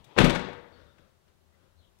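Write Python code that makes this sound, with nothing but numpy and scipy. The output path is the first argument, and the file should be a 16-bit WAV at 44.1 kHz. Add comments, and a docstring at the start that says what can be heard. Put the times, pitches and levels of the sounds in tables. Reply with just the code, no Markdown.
"""In a quiet garage, a car trunk lid swings down and slams; room tone, rumble and thin hisses lie behind it.
The background is coloured noise, and the rush before the slam is noise with a drawn level.
Latch and loose part are bursts of dense clicks; the lid is a row of soft pushes that ring its panels.
A noise tail gives the garage echo. One microphone feeds the left channel;
the right holds preamp hiss and a faint bassy leak of the left."""
import sys
import numpy as np
from scipy import signal
from scipy.fft import rfft, irfft, next_fast_len
from scipy.io import wavfile
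from scipy.ndimage import uniform_filter1d

SR = 44100
rng = np.random.default_rng(int(sys.argv[2]) if len(sys.argv) > 2 else 0)


def master_out(mix):
    """Clip the mix to full scale and print it as 16-bit PCM to the path in sys.argv[1]."""
    frames = np.transpose(np.atleast_2d(mix))
    ceiling = np.clip(frames, -1, 1)
    pcm = np.round(ceiling * 32767).astype(np.int16)
    wavfile.write(sys.argv[1], SR, pcm)


N = 88200
T = np.arange(N) / SR  # time in s


def undb(db):
    """Amplitude factor of a level in dB."""
    return 10 ** (np.asarray(db, float) / 20)


def table(hz, points, col=1):
    """Column of a table read on a log-frequency axis."""
    p = np.array(points, float)
    return np.interp(np.log(np.maximum(hz, 1)), np.log(p[:, 0]), p[:, col])


def colour(x, points):
    """Equalise a sound by (freq_hz, gain_db) points."""
    size = next_fast_len(len(x) + 4096)
    gain = undb(table(np.fft.rfftfreq(size, 1 / SR), points))
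    return irfft(rfft(x, size) * gain, size)[:len(x)]


def unit(x):
    """Scale to an RMS of 1."""
    return x / np.sqrt(np.mean(x ** 2))


def noise(points):
    """Coloured noise with an RMS of 1."""
    return unit(colour(rng.standard_normal(N), points))


def curve(rows):
    """Amplitude drawn by straight dB lines through (time_s, level_db) rows."""
    r = np.array(rows, float)
    return undb(np.interp(T, r[:, 0], r[:, 1]))


def walk(rate):
    """Slewed random levels, rate steps a second, spread 1."""
    k = int(SR / rate)
    steps = np.repeat(rng.standard_normal(N // k + 1), k)
    return unit(uniform_filter1d(steps, k)[:N])


# colour of the room tone: freq_hz, gain_db
ROOM_TONE_COLOUR = [(20, -14), (60, -11), (120, -5.5), (195, 0), (290, -12), (360, -4), (470, -11),
                    (560, -9), (1200, -15.5), (2500, -23.5), (4000, -22.5), (7000, -45)]
ROOM_TONE_DB = -73  # RMS before the mic gain


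def room_tone():
    """Steady garage air: noise weighted toward the low end."""
    return noise(ROOM_TONE_COLOUR) * undb(ROOM_TONE_DB)


# colour of small movements of cloth and car: freq_hz, gain_db
STIR_COLOUR = [(59, -30), (100, 0.5), (401, -9), (564, -0.5), (768, -17.5), (1350, -8), (2220, -20.5),
               (3590, -18), (6000, -30.5), (7800, -60.5), (13200, -120)]
# their loudness: time_s, level_db (before the mic gain)
STIR_LEVEL = [(.3, -89.5), (.6, -70), (.75, -64), (.8, -59.5), (.95, -70), (.995, -64.5), (1.1, -73),
              (1.22, -83.5), (1.3, -76), (1.45, -101), (1.55, -77), (1.65, -71), (1.75, -79.5), (1.9, -82),
              (2, -79.5)]


def stirring():
    """Small movements of cloth and car: friction noise that swells and sinks."""
    return noise(STIR_COLOUR) * curve(STIR_LEVEL)


# band of the low rumble, strongest at 83 Hz: freq_hz, gain_db
RUMBLE_COLOUR = [(30, -14), (65, -10), (83, 1), (100, -9.5), (140, -27), (500, -89.5)]
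# its loudness: time_s, level_db (before the mic gain)
RUMBLE_LEVEL = [(0, -71.5), (.12, -82.5), (.38, -58.5), (.65, -65), (.9, -67.5), (1.05, -70), (1.25, -74),
                (1.45, -68), (1.58, -75.5), (1.7, -63.5), (1.8, -64), (1.85, -69.5), (2, -66)]


def rumble():
    """Low rumble: a narrow band of noise with a drawn level."""
    return noise(RUMBLE_COLOUR) * curve(RUMBLE_LEVEL)


# faint narrow hisses and hums: start_s, length_s, centre_hz, width_hz, level_db (before the mic gain)
WHISPS = [(0, .1, 122.5, 24.3, -60.5), (0.037, 0.031, 3550, 517, -66), (.085, .08, 3297, 250, -78),
          (.085, .08, 2520, 200, -78), (0.658, 0.32, 3610, 301, -78), (0.717, 0.067, 4470, 240, -71),
          (0.784, 0.23, 1420, 200, -75.5), (0.768, 0.089, 549, 128, -73.5), (.96, .08, 560, 120, -73),
          (1.608, .06, 325, 99.5, -71), (1.51, 0.068, 1950, 201.5, -81.5), (1.764, 0.083, 4180, 400, -80.5),
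          (1.783, 0.12, 3760, 400, -80.5), (1.8, 0.1, 3200, 446, -79.5)]
WHISP_WAVER_DB, WHISP_STEPS_PER_S = 2.5, 39.9


def whisps():
    """Narrow bands of noise that arch up and away while their level wavers."""
    out = np.zeros(N)
    for start_s, length_s, hz, width_hz, level_db in WHISPS:
        band = noise([(hz - 2 * width_hz, -60), (hz - width_hz / 2, 0),
                      (hz + width_hz / 2, 0), (hz + 2 * width_hz, -60)])
        level = undb(level_db + WHISP_WAVER_DB * walk(WHISP_STEPS_PER_S))
        arch = np.sin(np.pi * np.clip((T - start_s) / length_s, 0, 1))
        out += level * band * np.sqrt(arch + 1e-12)  # the tiny offset keeps the root real
    return out


# colour of the air pushed by the falling lid: freq_hz, gain_db
RUSH_COLOUR = [(59, -30.5), (100, -1.5), (147, -1), (193, -14.5), (279, -3), (698, -5.5), (919, -2.5),
               (1480, -15.5), (3320, -13), (8000, -40.5), (10400, -71.5), (17600, -120)]
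# its loudness: time_s, level_db (before the fade and the mic gain)
RUSH_LEVEL = [(0, -62), (.04, -69), (.08, -62), (.115, -59.5), (.15, -60.5), (.162, -51.5)]


def air_rush():
    """Air pushed by the falling lid: turbulent noise, faded out from 0.17 to 0.2 s."""
    fade = np.clip((.2 - T) / .03, 0, 1)
    return noise(RUSH_COLOUR) * curve(RUSH_LEVEL) * fade


# echo of the garage: freq_hz, t60_s, level_db (relative)
GARAGE = [(60, 0.67, -11.5), (125, 0.63, -10.5), (252, .75, -8.5), (508, 0.91, -7), (1000, 0.73, -3.5),
          (2000, 0.81, -6), (2770, 0.52, -5.5), (3984, .68, -2), (5500, .48, -6), (8000, .38, -7.5),
          (13880, .27, -10)]
GARAGE_RISE_S = .008


def garage(x):
    """Diffuse echo: noise that builds up and dies away at its own pace in each half-octave band."""
    t = T[:int(1.3 * SR)]
    tail = 0
    for hz in 40 * 2 ** np.arange(0, 8.6, .5):
        band_pass = signal.butter(2, [hz / 1.19, hz * 1.19], "band", fs=SR, output="sos")
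        band = signal.sosfilt(band_pass, rng.standard_normal(len(t)))
        t60 = table(hz, GARAGE)
        decay = undb(table(hz, GARAGE, col=2) - 60 * t / t60)
        tail = tail + band * decay / np.sqrt(t60 * SR / 14)  # offsets the extra energy of long decays
    rise = 1 - np.exp(-t / GARAGE_RISE_S)
    return signal.fftconvolve(x, tail * rise)[:N]


# contacts of latch and loose part: start_s, level_db (before the mic gain),
# decay_s (time constant, held to 0.001 or more), tilt_db_per_octave (brightness)
CLACKS = [(0.043, -55, 0.0054, 9), (.164, -31.5, 0.006, -4.5), (0.17, -34, 0.015, -2),
          (.178, -19, 0.012, -1.5), (0.1853, -13.5, 0.0059, 1.5), (0.1932, -33, 0.00587, -3.5),
          (0.1998, -23, 0.019, 0.5), (0.2101, -21.5, 0.013, -3), (0.2416, -22, 0.0089, 4),
          (.2544, -23, 0.009, -4.5), (0.2963, -24.5, 0.0054, 2), (0.3047, -24.5, 0.0034, 1.5),
          (0.3482, -28, 0.011, 0.5), (0.3569, -27, 0.006, -2), (0.394, -34, 0.0058, -0.5),
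          (0.4428, -45, 0.0055, -9), (0.4855, -37.5, 0.0078, -3), (0.5207, -56, 0.001, 2),
          (0.5292, -41.5, 0.0071, -2), (0.983, -61.5, 0.0087, 2.5), (1.278, -69, 0.0099, 4),
          (1.9874, -65, .004, 14)]
# shared colour of the metal: freq_hz, gain_db
CLACK_COLOUR = [(150, -24), (350, -0.5), (900, -3), (2000, -6), (3500, -11), (5000, -21), (8000, -28),
                (15500, -46)]
CLICKS_PER_S, CLICK_SCATTER_DB = 14000, 1.5


def clacks():
    """Latch and loose part: each contact is a short burst of dense metal clicks."""
    scatter = undb(CLICK_SCATTER_DB * rng.exponential(size=N))
    hits = rng.random(N) < CLICKS_PER_S / SR
    clicks = rng.standard_normal(N) * scatter * hits
    out = np.zeros(N)
    for start_s, level_db, decay_s, tilt_db in CLACKS:
        i = int(start_s * SR)
        t = T[:min(N - i, SR // 10)] / max(decay_s, .001)  # time in decay constants
        shape = (1 - np.exp(-8 * t)) * np.exp(-t)
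        metal = colour(clicks[i:i + len(t)] * shape, CLACK_COLOUR)
        burst = colour(metal, [(250, -3 * tilt_db), (16000, 3 * tilt_db)])
        # match the burst's energy to its envelope, so colour does not alter the level
        match = np.sqrt(np.sum(shape ** 2) / np.sum(burst ** 2))
        out[i:i + len(t)] += undb(level_db) * burst * match
    return out


# blows of the lid on seal and body: start_s, level_db (before the mix and mic gains), contact_s
BLOWS = [(.003, -48.5, 0.0035), (0.164, -29.5, 0.0008), (.167, -28.5, 0.00096), (0.175, -25.5, 0.0022),
         (.1865, -13, 0.00084), (0.1906, -14.5, 0.0016), (0.2003, -12, 0.0018), (0.206, -10.5, .0018),
         (.2148, -8.5, .0014), (0.217, -13.5, .0016), (0.2378, -8.5, 0.0023), (0.2433, -8, .0015),
         (0.2497, -15, .0015), (0.2667, -18.5, .002), (0.2724, -13, 0.002), (.279, -20, 0.0013),
         (0.3001, -22, 0.00127), (.325, -25, 0.00162), (0.336, -25.5, 0.00193), (0.3562, -28, 0.0011),
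         (.378, -29, 0.0027), (.55, -50, 0.0014), (0.791, -51.5, 0.00081), (0.995, -50.5, 0.0022)]
# ringing panels of lid and body: pitch_hz, level_db (relative), t60_s
PANELS = [(34, -3, 0.39), (76.6, -6, .3), (120.5, -11, .2), (167.7, -0.5, 0.17), (202, -4, 0.23),
          (254.6, -2, 0.27), (333, -0.5, .15), (371.2, -5, .2), (414, -5, 0.14), (487, -4.5, 0.303),
          (560.4, -0.5, 0.19), (628.2, -7, .25), (938, -3.5, 0.75), (1240, -3, .2)]
PUSH_DB, RING_DB = -2, -37.5  # mix of direct push and panel ring
PUSH_LOW_HZ = 107  # bass cut of the direct push


def lid():
    """Lid meets seal and body: soft pushes are heard directly and ring the damped panels."""
    push = -sum(undb(level_db) * np.exp(-((T - start_s - contact_s) / (contact_s / 2)) ** 2)
                for start_s, level_db, contact_s in BLOWS)
    ring = 0
    for hz, level_db, t60 in PANELS:
        r = np.exp(-np.log(1000) / (t60 * SR))  # decay per sample
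        w = 2 * np.pi * hz / SR
        resonator = [1, -2 * r * np.cos(w), r * r]
        ring = ring + undb(level_db) * signal.lfilter([np.sin(w) * hz / 1000], resonator, push)
    bass_cut = signal.butter(2, PUSH_LOW_HZ, "high", fs=SR, output="sos")
    return undb(PUSH_DB) * signal.sosfilt(bass_cut, push) + undb(RING_DB) * ring


# leak of the left channel into the right: freq_hz, gain_db (right relative to left)
LEAK = [(60, -37.5), (200, -40.5), (700, -50), (2400, -53.5), (8000, -56.5)]
MIC_DB = 6  # gain on the whole mix


def scene():
    """Slam, its echo and the background at one microphone, with a leak to the right."""
    background = room_tone() + stirring() + rumble() + air_rush() + whisps()
    slam = clacks() + lid()
    mic = undb(MIC_DB) * (slam + garage(slam) + background)
    return np.array([mic, colour(mic, LEAK)])


# colour of the preamp hiss: freq_hz, gain_db
HISS_COLOUR = [(30, -1), (200, -9), (1000, -13), (2500, -17.5), (6000, -18.5), (15000, -23.5)]
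HISS_LEFT_DB, HISS_RIGHT_DB = -75, -73  # RMS before the top cut
TOP_HZ = 15780


def record(dry):
    """Bass roll-off, rounded peaks, preamp hiss on each channel and a steep top cut."""
    bass_cut = signal.butter(2, 24., "high", fs=SR, output="sos")
    x = signal.sosfilt(bass_cut, dry)
    rounded = np.tanh(.8 * x) / .8
    hiss = np.array([undb(HISS_LEFT_DB) * noise(HISS_COLOUR), undb(HISS_RIGHT_DB) * noise(HISS_COLOUR)])
    top_cut = signal.ellip(12, .2, 80, TOP_HZ, fs=SR, output="sos")
    return signal.sosfilt(top_cut, rounded + hiss)


dry = scene()
out = record(dry)
master_out(out)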